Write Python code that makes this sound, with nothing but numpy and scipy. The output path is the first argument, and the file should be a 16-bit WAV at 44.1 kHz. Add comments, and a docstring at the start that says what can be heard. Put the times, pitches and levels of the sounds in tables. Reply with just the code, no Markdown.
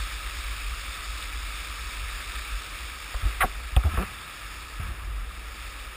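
"""Spray and churning wake around a paddleboard on a wave, heard close up from the paddle.
The microphone is inside a camera's sealed housing, whose resonances colour the hiss of the water.
Drag keeps the paddle shaft shuddering at its bending mode. In a turn the shaft takes knocks and
the wet mount squeaks, clicks and creaks; then the board pounds over chop and the hull drums."""
import sys
import numpy as np
from scipy import signal
from scipy.fft import rfft, irfft, next_fast_len
from scipy.io import wavfile
from scipy.ndimage import uniform_filter1d, map_coordinates

SR = 44100
rng = np.random.default_rng(int(sys.argv[2]) if len(sys.argv) > 2 else 0)


def to_wav(s):
    """Save 16-bit WAV."""
    ch = np.atleast_2d(s).T  # columns
    pcm = np.round(np.clip(ch, -1, 1) * 32767)  # PCM
    wavfile.write(sys.argv[1], SR, pcm.astype(np.int16))


N = 262836

# Spray off the rail, easing as the board turns. 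Each row: time in seconds, level in dB before gain.
SPRAY_LEVELS = [(0.0, -43), (0.16, -45), (2.37, -45.5), (3.42, -48), (3.67, -50.5), (4.63, -49.5),
                (4.95, -54.5), (5.23, -55), (5.63, -49.5), (5.96, -51.5)]
# The board slapping into chop. Each row: start in seconds, hull drumming in dB, splash in dB.
SLAPS = [(3.17, -53, -44), (3.88, -38.5, -38), (4.78, -40.5, -42.5), (5.0, -50, -67)]
SLAP_RISE_S = 0.023
CRUISE_DB, WAKE_DB = -45.5, -42  # reference levels of spray and wake on the straight run


def spray():
    """Spray thrown off the rail patters and hisses through the housing."""
    # Its colour at the microphone. Each row: frequency in Hz, relative level in dB.
    colour = [(700, -32), (1300, -5), (2020, -7.5), (2300, 1.5), (2680, -2.5), (3050, -7), (3500, 0.5),
              (3800, -0.5), (4030, -8.5), (4700, -4.5), (5350, -4), (5700, -10.5)]
    drops = bubbles(rate=2500, hz=3530, cycles=0.98, spread_db=3.0)
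    hiss = coloured(froth(drops, grain_db=-9.5, patchy_db=1.0), colour)
    return amp(curve(SPRAY_LEVELS) + 7) * hiss


def wake_level():
    """The wake's level in dB: it follows the spray and swells with the splash of each slap."""
    steady = amp(WAKE_DB + 0.53 * (curve(SPRAY_LEVELS) - CRUISE_DB))
    splash = sum(amp(db) * envelope(s, SLAP_RISE_S, SLAP_RISE_S, t60=1.95) for s, _, db in SLAPS)
    return 20 * np.log10(np.hypot(steady, splash))


def wake():
    """The wake churns with ringing bubbles."""
    # Its colour inside the housing. Each row: frequency in Hz, relative level in dB.
    colour = [(200, -52), (600, -26), (950, -15.5), (1130, -5.5), (1275, 1.5), (1470, -9), (1675, -3),
              (2010, -6), (2270, -6.5), (2650, -4.5), (3100, -12), (3520, -23), (4100, -36), (5600, -47)]
    cloud = bubbles(rate=1500, hz=1691, cycles=3.5, spread_db=1.5)
    churn = coloured(froth(cloud, grain_db=-9.5, patchy_db=0.5), colour)
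    return amp(wake_level() + 0.24 * wobble(15)) * churn


def shudder():
    """Water dragging on the paddle keeps its bending mode swinging at a wandering pitch and strength."""
    # Strength of the shudder. Each row: time in seconds, overall level in dB before the mix.
    levels = [(0, -37), (2.58, -36.5), (2.75, -43), (3.5, -36), (4.05, -40), (4.25, -50), (4.4, -40),
              (4.7, -41.5), (5.1, -30.5), (5.35, -41), (5.96, -39.5)]
    # Loose rumble around the shaft's mode. Each row: frequency in Hz, relative level in dB.
    colour = [(12, -26), (25, -11), (38, 3), (52, -6.5), (64, -4), (80, -12), (120, -26), (300, -56)]
    level_db = curve(levels) + 3.2 * wobble(18)  # the drag comes and goes
    pitch = 51.5 * np.exp(0.0791 * wobble(25))
    swing = np.sqrt(2) * np.sin(2 * np.pi * np.cumsum(pitch) / SR)
    rumble = coloured(rng.standard_normal(N), colour)
    return amp(level_db) * (amp(-1.5) * swing + amp(-7.0) * rumble)


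def knocks():
    """Each blow bends the shaft, which swings back for a few sagging cycles and rattles the housing."""
    # Blows on the shaft. Each row: start in seconds, peak of the swell in dB, settled pitch in Hz,
    # rise in seconds, rattle in dB relative to the swing.
    blows = [(3.140, -21.5, 44.2, 0.02, -38), (3.224, -19.5, 56.3, .013, -26),
             (3.246, -14.5, 52, 0.013, -26.5), (3.44, -19, 39.7, 0.0044, -9.5),
             (3.721, -24.5, 48.4, 0.0091, -38), (3.7642, -8, 55, 0.0045, -24.5),
             (3.84, -14.5, 73.4, 0.022, -18.5), (3.929, -26.5, 66, 0.013, -16),
             (3.974, -17, 53.5, 0.0056, -17), (4.796, -24, 79.5, 0.0035, -20),
             (4.884, -23, 54.5, 0.022, -24)]
    t60 = 0.12  # the hands damp every swing alike
    out, t = np.zeros(N), np.arange(SR // 2) / SR
    for s, db, hz, rise, rattle_db in blows:
        swell = (1 - np.exp(-(t / rise) ** 2)) * amp(-60 * t / t60)
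        pitch = hz * (1 + 0.56 * np.exp(-t / 0.0069))  # stiffer while the blow still presses
        swing = -np.sin(2 * np.pi * np.cumsum(pitch) / SR)
        noise = rng.standard_normal(len(t))
        rattle = unit(filtered(noise, lambda f: (housing(f) + 1.04) / (1 + (f / 750) ** 2)))
        add(out, s, amp(db) * swell / swell.max() * (swing + amp(rattle_db) * rattle))
    return out


def ticks():
    """Brief contacts ring the housing, right at the microphone; brighter ones are shorter."""
    # Snaps of the mount and drops on the housing. Each row: start in seconds, peak in dB, centre in Hz.
    contacts = [(1.2247, -26, 3200), (2.355, -26.5, 3400), (3.142, -29.5, 1220), (3.214, -31, 1900),
                (3.764, -14.5, 2500), (3.765, -20, 880), (3.836, -24, 1600), (3.972, -19, 1200),
                (4.025, -28, 1870)]
    out, t = np.zeros(N), np.arange(SR // 5) / SR
    for s, db, hz in contacts:
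        t60 = 0.031 * (1000 / hz) ** 1.2
        burst = rng.standard_normal(len(t)) * amp(-60 * t / t60)
        band = lambda f: resonance(f, hz, 0.82 * hz) ** 2 / (1 + (f / 3900) ** 16)
        ring = filtered(burst, lambda f: (housing(f) + 0.21) * band(f))
        add(out, s, amp(db) * ring / np.abs(ring).max())
    return out


def squeak():
    """Fast stick-slip sings a hoarse note that leaps and falls; at the top every other slip is weak."""
    # Wet rubber sliding on the mount. Each row: start in seconds, length in seconds, level in dB.
    slides = [(3.402, 0.042, -20)]
    slow_hz, fast_hz, peak_s, width_s = 656, 2147, 0.0125, 0.0155
    speed = np.exp(-((since(slides[0][0]) - peak_s) / width_s) ** 2)
    rate = slow_hz + (fast_hz - slow_hz) * speed
    turns = np.cumsum(rate * np.exp(0.08 * wobble(900))) / SR
    phase = 2 * np.pi * turns
    skipping = 0.43 * np.clip((rate - 1700) / 500, 0, 1)
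    note = np.sin(phase) + amp(-9) * np.sin(2 * phase) + amp(-17) * np.sin(3 * phase)
    note += skipping * np.sin(phase / 2)
    slip_strengths = rng.standard_normal(int(turns[-1]) + 4)
    grip = 1 + 0.95 * map_coordinates(slip_strengths, [turns])
    passband = lambda f: f * f / (f * f + 450 ** 2) / (1 + (f / 3800) ** 12)
    return stroke(filtered(note * grip, lambda f: (housing(f) + 0.36) * passband(f)), slides)


def creak():
    """Slow, quickening slips knock on the housing and the shaft under it; each one grinds briefly."""
    # The mount's joint under load. Each row: start in seconds, length in seconds, level in dB.
    strains = [(3.972, 0.063, -31)]
    slow_hz, fast_hz, quicken_s = 90.4, 202, 0.025
    speed = 1 - np.exp(-(since(strains[0][0]) / quicken_s) ** 2)
    rate = slow_hz + (fast_hz - slow_hz) * speed
    turns = np.cumsum(rate * np.exp(0.07 * wobble(700))) / SR
    slips = np.diff(np.floor(turns), prepend=0) * amp(2.2 * rng.standard_normal(N))
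    grinding = amp(-24) * np.exp(-3 * (turns % 1)) * rng.standard_normal(N)
    body = lambda f: (housing(f) + 0.18 + amp(10.5) * resonance(f, 170, 53)) / (1 + (f / 2200) ** 8)
    return stroke(filtered(slips + grinding, body), strains)


def pounding():
    """Chop drums dully on the hull underfoot: lightly all the time, hard after each slap."""
    # Drumming of the hull. Each row: frequency in Hz, relative level in dB.
    colour = [(40, -4.5), (90, 10.5), (130, -3.5), (185, -1.5), (250, -9), (400, -23.5), (1000, -43)]
    steady = amp(-55 + 0.1 * (curve(SPRAY_LEVELS) - CRUISE_DB))
    slaps = sum(amp(db) * envelope(s, SLAP_RISE_S, SLAP_RISE_S, t60=1.36) for s, db, _ in SLAPS)
    return np.hypot(steady, slaps) * coloured(rng.standard_normal(N), colour)


def slosh():
    """Water sloshes beside the board, gently following the wake's level."""
    # Its hollow colour. Each row: frequency in Hz, relative level in dB.
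    colour = [(60, 1.5), (190, -7.5), (290, 1.5), (420, -1.5), (535, 0.5), (650, -2), (740, -1.5),
              (900, -2.5), (1300, -3), (3000, -39)]
    return amp(-52 + 0.27 * (wake_level() - WAKE_DB)) * coloured(rng.standard_normal(N), colour)


def housing(f):
    """Response of the sealed housing to a touch, heard from inside."""
    # Its modes. Each row: frequency in Hz, width in Hz, gain in dB.
    modes = [(314, 150, -11), (510, 127, 3), (738, 52, 2), (1068, 87, 0.5), (1286, 136, 1.5),
             (1780, 120, -4), (1900, 310, -15), (2495, 77, -8), (2620, 240, -25), (3660, 350, -3)]
    return sum((-1) ** k * amp(db) * resonance(f, hz, width) for k, (hz, width, db) in enumerate(modes))


def bubbles(rate, hz, cycles, spread_db):
    """A cloud of short damped rings, rate a second, scattered in size and an octave either side of hz."""
    when, tuning, rarity = np.hsplit(rng.random((int(rate * N / SR), 3)), 3)
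    t = np.arange(SR // 150) / SR
    pitch = hz * 2 ** (2 * tuning - 1)
    size = amp(-spread_db * np.log(np.maximum(rarity, 2e-3)))
    rings = size * np.sin(2 * np.pi * pitch * t) * np.exp(-pitch * t / cycles)
    at = (when * N).astype(int) + np.arange(len(t))
    return unit(np.bincount(at.ravel(), rings.ravel(), N)[:N])


def froth(grains, grain_db, patchy_db):
    """Near grains over a blur of far ones, with patches of random gain in time and frequency."""
    spectra = signal.stft(rng.standard_normal(N) + amp(grain_db) * grains, nperseg=512)[2]
    patches = uniform_filter1d(rng.standard_normal(spectra.shape), size=7, axis=0)
    patches = uniform_filter1d(patches, size=10, axis=1)
    return signal.istft(spectra * amp(patchy_db * unit(patches)), nperseg=512)[1][:N]


def stroke(x, rows):
    """Give a friction sound the strength of its stroke: it grips, holds and lets go."""
    strength = np.sqrt(np.abs(uniform_filter1d(x ** 2, size=300)) + 1e-12)
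    gain = sum(amp(db) * envelope(s, rise=0.0038, hold=length, t60=0.042) for s, length, db in rows)
    return gain * x / strength


def amp(db):
    """Decibels to gain."""
    return 10 ** (np.asarray(db) / 20)


def unit(x):
    """Scale to rms 1."""
    return x / np.sqrt(np.mean(x ** 2) + 1e-20)


def curve(rows):
    """One value per sample along (seconds, value) rows."""
    return np.interp(np.arange(N) / SR, *np.transpose(rows))


def wobble(rate):
    """A smooth random curve, rate knots a second."""
    return map_coordinates(rng.standard_normal(int(N * rate / SR) + 4), [np.arange(N) * rate / SR])


def since(s):
    """Seconds since time s, zero before it."""
    return np.maximum(np.arange(N) / SR - s, 0)


def envelope(s, rise, hold, t60):
    """Attack from time s, hold and release, as a gain; all times in seconds."""
    return (1 - np.exp(-(since(s) / rise) ** 2)) * amp(-60 * since(s + hold) / t60)


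def filtered(x, response):
    """x through a complex response of frequency."""
    size = next_fast_len(len(x) + SR // 2)
    return irfft(rfft(x, size) * response(np.fft.rfftfreq(size, 1 / SR)), size)[:len(x)]


def coloured(x, spectrum):
    """x with a (Hz, dB) colour, at rms 1."""
    f, db = np.transpose(spectrum)
    return unit(filtered(x, lambda hz: amp(np.interp(np.log(hz + 1), np.log(f), db))))


def resonance(f, hz, width):
    """Causal response of one mode."""
    return 1j * f * width / (hz * hz - f * f + 1j * f * width)


def add(track, s, sound):
    """Mix a sound in at time s."""
    part = track[round(s * SR):][:len(sound)]
    part += sound[:len(part)]


def scene():
    """Everything reaches one microphone inside the housing on the paddle."""
    surge = amp(0.28 * wobble(20))  # small surges shared by all the white water
    water = surge * (wake() + spray() + slosh())
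    mono = water + pounding() + shudder() + knocks() + ticks() + squeak() + creak()
    return np.array([mono, mono])


def record(dry):
    """The camera samples slowly and holds each value, which mirrors the sound into the treble."""
    hold_hz, top_hz = 12000, 15350
    narrow = filtered(dry[0], lambda f: 1 / np.sqrt(1 + (f / 5600) ** 44))
    carrier = 1 + 2 * np.cos(2 * np.pi * hold_hz * np.arange(N) / SR)
    droop = lambda f: np.sinc(f / hold_hz) / np.sinc(f / (4 * hold_hz)) * (f < top_hz)
    held = filtered(narrow * carrier, droop)
    return np.array([held, held])


dry = scene()
out = record(dry)
to_wav(out)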